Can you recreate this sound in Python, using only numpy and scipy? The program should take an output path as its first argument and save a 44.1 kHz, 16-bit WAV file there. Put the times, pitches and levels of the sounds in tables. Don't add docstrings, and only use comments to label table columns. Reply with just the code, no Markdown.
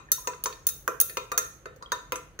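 import sys
import numpy as np
from scipy import signal
from scipy.io import wavfile

SR = 44100
rng = np.random.default_rng(int(sys.argv[2]) if len(sys.argv) > 2 else 0)


def waveform_to_disk(signal):
    frames = np.transpose(np.atleast_2d(signal))
    scaled = np.clip(frames, -1, 1) * 32767
    samples = np.round(scaled).astype(np.int16)
    wavfile.write(sys.argv[1], SR, samples)


def boost_factor(decibels):
    exponent = np.asarray(decibels, float) / 20
    return 10 ** exponent


N = 105840
LEAD_S = 0.1
LONG = N + int(LEAD_S * SR)
SIDES = np.array([[1], [-1]])

# body_hz, wall_hz, rod_high_hz
KNOCKS = [(0.117, -8, -51, -36.5, -31.5, -23, -22.5, -19, 1500, 3730, 12200),
          (0.2725, -20, -36.5, -30, -36, -31, -46.5, -41.5, 910, 2670, 14900),
          (0.334, -33, -67.5, -45.5, -51.5, -73.5, -80, -78, 1160, 2700, 14000),
          (0.438, -14.5, -54, -49.5, -41, -37.5, -37, -31, 1200, 3940, 15000),
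          (0.458, -13.5, -40.5, -29.5, -38.5, -30.5, -46, -45, 1060, 3000, 12500),
          (0.526, -30, -83, -77, -46.5, -62, -75, -70, 960, 3250, 14900),
          (0.668, -4.5, -53.5, -48, -39.5, -30.5, -30, -19.5, 1500, 3770, 16270),
          (0.688, -19, -74.5, -49, -42, -34.5, -34.5, -28, 1440, 3430, 15500),
          (0.8775, -6, -34.5, -28, -45.5, -40.5, -45.5, -39, 1157, 2380, 15000),
          (1.001, -4, -56, -48, -36.5, -27.5, -25, -20, 1350, 3200, 12500),
          (1.012, -1.5, -51, -43.5, -43, -31.5, -25, -19, 1390, 4660, 15600),
          (1.096, -31, -53.5, -43.5, -45, -84, -43, -47, 1740, 2900, 13100),
          (1.17, -16.5, -37, -30.5, -33, -36, -48.5, -42.5, 972, 2490, 14700),
          (1.317, -21.5, -40.5, -28.5, -39.5, -37.5, -46, -41, 1250, 2750, 12200),
          (1.377, -8.5, -39.5, -27.5, -32.5, -22.5, -27, -24.5, 1350, 3000, 12800),
          (1.6565, -29.5, -43.5, -39.5, -50, -53, -65, -66.5, 1290, 2650, 13700),
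          (1.761, -53, -55, -66, -70, -62.5, -75, -63, 1800, 4350, 13950),
          (1.824, -41.5, -55, -41, -49.5, -53.5, -61, -65, 1040, 4160, 14700),
          (1.919, -13, -39.5, -25.5, -34.5, -33, -43, -40, 1100, 3700, 13400),
          (2.121, -12.5, -35, -31.5, -35.5, -41, -46.5, -39.5, 1000, 2390, 14000),
          (2.157, -23.5, -58, -42, -46, -39, -45.5, -49.5, 1230, 2500, 12030),
          (2.39, -30.5, -44.5, -37.5, -43.5, -39, -52.5, -54, 1470, 2440, 12600)]
# [dB, Hz]
EARLIER_KNOCK = (-58.5, -63, -41, -47, -47, -70.5, -69, 987.5, 2606.5, 13010)
EARLIER_S = -0.02
# pitch_hz [Hz], level_db [dB within the part], t60_s [s]
TABLE_MODES = [(424.6, 8, 0.064), (500.7, 5.5, 0.12), (644.6, -7, 0.091), (338, 1, 0.028)]
# pitch_hz [Hz], level_db [dB within the part], t60_s [s]
BODY_MODES = [(989.6, -4, 0.13), (1077, 1.5, 0.046), (1204.5, 1.5, 0.053), (1290, 5, 0.046),
              (1360, -5.5, 0.26), (1500, 10, 0.026), (1790, 6, 0.0736), (1901, 12, 0.024)]
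# pitch_hz [Hz], level_db [dB within the part], t60_s [s]
WALL_MODES = [(2074, 2.5, 0.083), (2467, 3, 0.11), (2668, 14.5, 0.018), (3000, -7, 0.025),
              (3250, 2.5, 0.033), (3630, -15.5, 0.45), (3734, -0.5, 0.2), (3947, 15, 0.015),
              (4433, 15, 0.039), (4945, 13, 0.035)]
# pitch_hz [Hz], level_db [dB within the part], t60_s [s]
ROD_LOW_MODES = [(5708, -2, 0.047), (6385, 0.5, 0.079), (6530, 5.5, 0.017), (6580, 6.5, 0.035),
                 (7030, -1.5, 0.022), (7890, -11, 0.14)]
# pitch_hz [Hz], level_db [dB within the part], t60_s [s]
ROD_MIDDLE_MODES = [(9374, 0.5, 0.048), (9544, -6.5, 0.061), (9900, -16.5, 0.048), (10360, -5.5, 0.061),
                    (11070, -0.5, 0.024)]
# pitch_hz [Hz], level_db [dB within the part], t60_s [s]
ROD_HIGH_MODES = [(12200, 4, 0.044), (12320, 1.5, 0.034), (12840, -8, 0.018), (13300, 4, 0.05),
                  (13570, -20.5, 0.024), (14300, 2.5, .035), (15300, -12, 0.016), (15500, 16, 0.027)]
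FAVOUR_LOSS = (26, 16.5, 30.5)
# start_s [s], pitch_hz [Hz], level_db [dB], t60_s [s]
PLINKS = [(0.087, 1784, -36.5, 0.03), (0.181, 1000, -33, 0.065), (0.245, 1238, -41.5, 0.17),
          (1.097, 1790, -41, 0.028), (1.34, 694, -33.5, 0.058), (1.81, 990, -45, 0.062),
          (1.86, 3237, -33.5, 0.028)]
# pitch_hz [Hz], t60_s [s], level_db [dB]
ROOM = [(302, 0.23, -1), (1000, 0.44, -11.5), (2920, 0.39, -9.5), (7000, 0.49, -13.5), (14000, 0.34, -14)]
# pitch_hz [Hz], density_db [relative dB per Hz]
HUM = [(30, -1), (48, -1), (145, -5), (200, -15), (430, -11), (800, -24.5), (1350, -20), (3000, -31.5),
       (6500, -45), (14900, -39), (16500, -54.5)]
# pitch_hz [Hz], level_db [dB rms]
HUM_TONES = [(47, -64.5), (147, -66.5)]
# pitch_hz [Hz], likeness [0 to 1]
LIKENESS = [(30, 1), (150, 0.77), (500, 0.83), (1500, 0.12), (16000, 0)]

MODE_SCATTER_DB, PITCH_SCATTER = 1.8, 0.003
WAVER, WAVER_SHARE = 0.9, 0.015
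STEADY_T60_S = 0.087
TABLE_UNREST = 0.4
CONTACT_S, BUILD_CYCLES = 0.00042, 1.85
CRACK_OFFSET_DB = -12
CRACK_BASE_T60_S, CRACK_CYCLES = 0.0074, 22
CRACK_WIDTH = 1.388
CLICK_DB = 18.5
TREBLE_LEFT_OVER_RIGHT_DB = -1.5
PLINK_RISE = 0.0089
SLOSHES_PER_S, SLOSH_DB = 37, -66
ROOM_DELAY_S = 0.00047
HUM_DB = -56


def at_hz(points, hz, axis=1):
    points = np.array(points)
    return np.interp(np.log(hz), np.log(points[:, 0]), points[:, axis])


def add(out, sound, s):
    i = int((s + LEAD_S) * SR)
    out[:, i:i + sound.shape[1]] += sound[:, :LONG - i]


def dying(t, t60, hz):
    onset = 1 - np.exp(-t / (CONTACT_S + BUILD_CYCLES / hz))
    return onset * boost_factor(-60 * t / t60)


def apart(hz, draw):
    spread = np.pi * (1 - at_hz(LIKENESS, hz)) / 2
    return spread * draw * SIDES


def bands(length):
    white = rng.standard_normal((2, 2, length))
    lows = 35 * 2 ** np.arange(0, 9, 0.5)
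    highs = np.append(lows[1:], 19000)
    for k, (low, high) in enumerate(zip(lows, highs)):
        sos = signal.butter(2, [low, high], "band", fs=SR, output="sos")
        mid, side = signal.sosfilt(sos, white[k % 2])
        hz = np.sqrt(low * high)
        alike = np.clip(at_hz(LIKENESS, hz), 0, 1)
        yield hz, np.sqrt(1 + alike) * mid + np.sqrt(1 - alike) * side * SIDES


def hum():
    noise = sum(boost_factor(at_hz(HUM, hz)) * band for hz, band in bands(LONG))
    t = np.arange(LONG) / SR
    tones = sum(boost_factor(db) * np.sqrt(2) * np.sin(2 * np.pi * hz * t) for hz, db in HUM_TONES)
    return boost_factor(HUM_DB) * noise / noise.std() + tones


def waver(t, hz, t60, unrest):
    knots = np.arange(300) / (30 + WAVER_SHARE * hz)
    z = np.array([np.interp(t, knots, row) for row in rng.standard_normal((4, 300))])
    mid, side = z[:2] + 1j * z[2:]
    alike = np.clip(at_hz(LIKENESS, hz), 0, 1)
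    both = np.sqrt((1 + alike) / 2) * mid + np.sqrt((1 - alike) / 2) * side * SIDES
    depth = unrest * WAVER * min(1, STEADY_T60_S / t60)
    return 1 + depth * np.minimum(t / 0.012, 1) * both


def modal_ring(t, modes, favoured_hz, loss, unrest):
    sound = 0
    for hz, db, t60 in modes:
        pitch_draw, phase_draw, level_draw, side_draw = rng.standard_normal(4)
        phase = 2 * np.pi * hz * (1 + PITCH_SCATTER * pitch_draw) * t + apart(hz, np.tanh(phase_draw))
        place_db = -loss * abs(np.log2(hz / favoured_hz)) if favoured_hz else 0
        scatter_db = unrest * MODE_SCATTER_DB * (level_draw + side_draw / 2 * SIDES)
        wave = (waver(t, hz, t60, unrest) * np.exp(1j * phase)).imag
        sound = sound + boost_factor(db + place_db + scatter_db) * wave * dying(t, t60, hz)
    return sound / np.sqrt(np.mean(sound[:, :SR // 100] ** 2))


def contact_crack(t, modes, favoured_hz):
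    hz = np.array(modes)[:, 0]
    edges = [hz.min() * 0.96, hz.max() * 0.91]
    if favoured_hz:
        edges = np.clip([favoured_hz / CRACK_WIDTH, favoured_hz * CRACK_WIDTH], *edges)
    t60 = CRACK_BASE_T60_S + CRACK_CYCLES / hz.mean()
    touch = rng.standard_normal((2, len(t))) * boost_factor(-60 * t / t60)
    if modes is BODY_MODES:
        touch[:, 0] += boost_factor(CLICK_DB)
    noise = signal.sosfilt(signal.butter(3, edges, "band", fs=SR, output="sos"), touch)
    return noise / noise[:, :SR // 100].std()


def knocks():
    out, t = np.zeros((2, LONG)), np.arange(SR // 4) / SR
    for s, crack_db, *levels_db, body_hz, wall_hz, top_hz in [(EARLIER_S, *EARLIER_KNOCK)] + list(KNOCKS):
        parts = [(TABLE_MODES, None, 0),
                 (BODY_MODES, body_hz, FAVOUR_LOSS[0]),
                 (WALL_MODES, wall_hz, FAVOUR_LOSS[1]),
                 (ROD_LOW_MODES, None, 0),
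                 (ROD_MIDDLE_MODES, None, 0),
                 (ROD_HIGH_MODES, top_hz, FAVOUR_LOSS[2])]
        ring, crack = 0, 0
        for (modes, favoured_hz, loss), part_db in zip(parts, levels_db):
            unrest = TABLE_UNREST if modes is TABLE_MODES else 1
            pan_db = TREBLE_LEFT_OVER_RIGHT_DB / 2 * SIDES if modes is ROD_HIGH_MODES else 0 * SIDES
            gain = boost_factor(part_db + pan_db)
            ring = ring + gain * modal_ring(t, modes, favoured_hz, loss, unrest)
            crack = crack + unrest * gain * contact_crack(t, modes, favoured_hz)
        crack_rms = np.sqrt(np.mean(crack[:, :SR // 300] ** 2))
        add(out, ring + crack * boost_factor(crack_db + CRACK_OFFSET_DB) / crack_rms, s)
    return out


def liquid():
    out, t = np.zeros((2, LONG)), np.arange(SR // 6) / SR
    faint = []
    for when, height, strength in rng.random((int(SLOSHES_PER_S * LONG / SR), 3)):
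        start_s = when * LONG / SR - LEAD_S
        level_db = SLOSH_DB - 4.8 * np.log(strength + 0.011)
        t60 = 20 / (400 * 8.7 ** height)
        faint.append((start_s, 400 * 5 ** height, level_db, t60))
    for s, hz, db, t60 in PLINKS + faint:
        bent_t = t + PLINK_RISE * t * t / (2 * t60)
        phase = 2 * np.pi * hz * bent_t + apart(hz, rng.uniform(0.026, 1))
        add(out, boost_factor(db) * np.sin(phase) * dying(t, t60, hz), s)
    return out


def room(x):
    t = np.arange(SR // 2) / SR
    tail = 0
    for hz, noise in bands(len(t)):
        t60 = at_hz(ROOM, hz)
        envelope = boost_factor(at_hz(ROOM, hz, axis=2) - 60 * t / t60)
        tail = tail + noise * envelope / np.sqrt(t60 * SR / np.log(1e6))
    tail = tail * np.clip(t / ROOM_DELAY_S - 1, 0, 1)
    return signal.fftconvolve(x, tail, axes=1)[:, :LONG]


def scene():
    near = knocks() + liquid()
    return (near + room(near) + hum())[:, -N:]


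def roll_off(x):
    return signal.sosfilt(signal.butter(12, 16990, fs=SR, output="sos"), x)


def record(dry):
    low_pass = signal.cheby2(10, 50, 16800, fs=SR, output="sos")
    mix = signal.sosfilt(low_pass, dry)
    return roll_off(mix)


dry = scene()
out = record(dry)
waveform_to_disk(out)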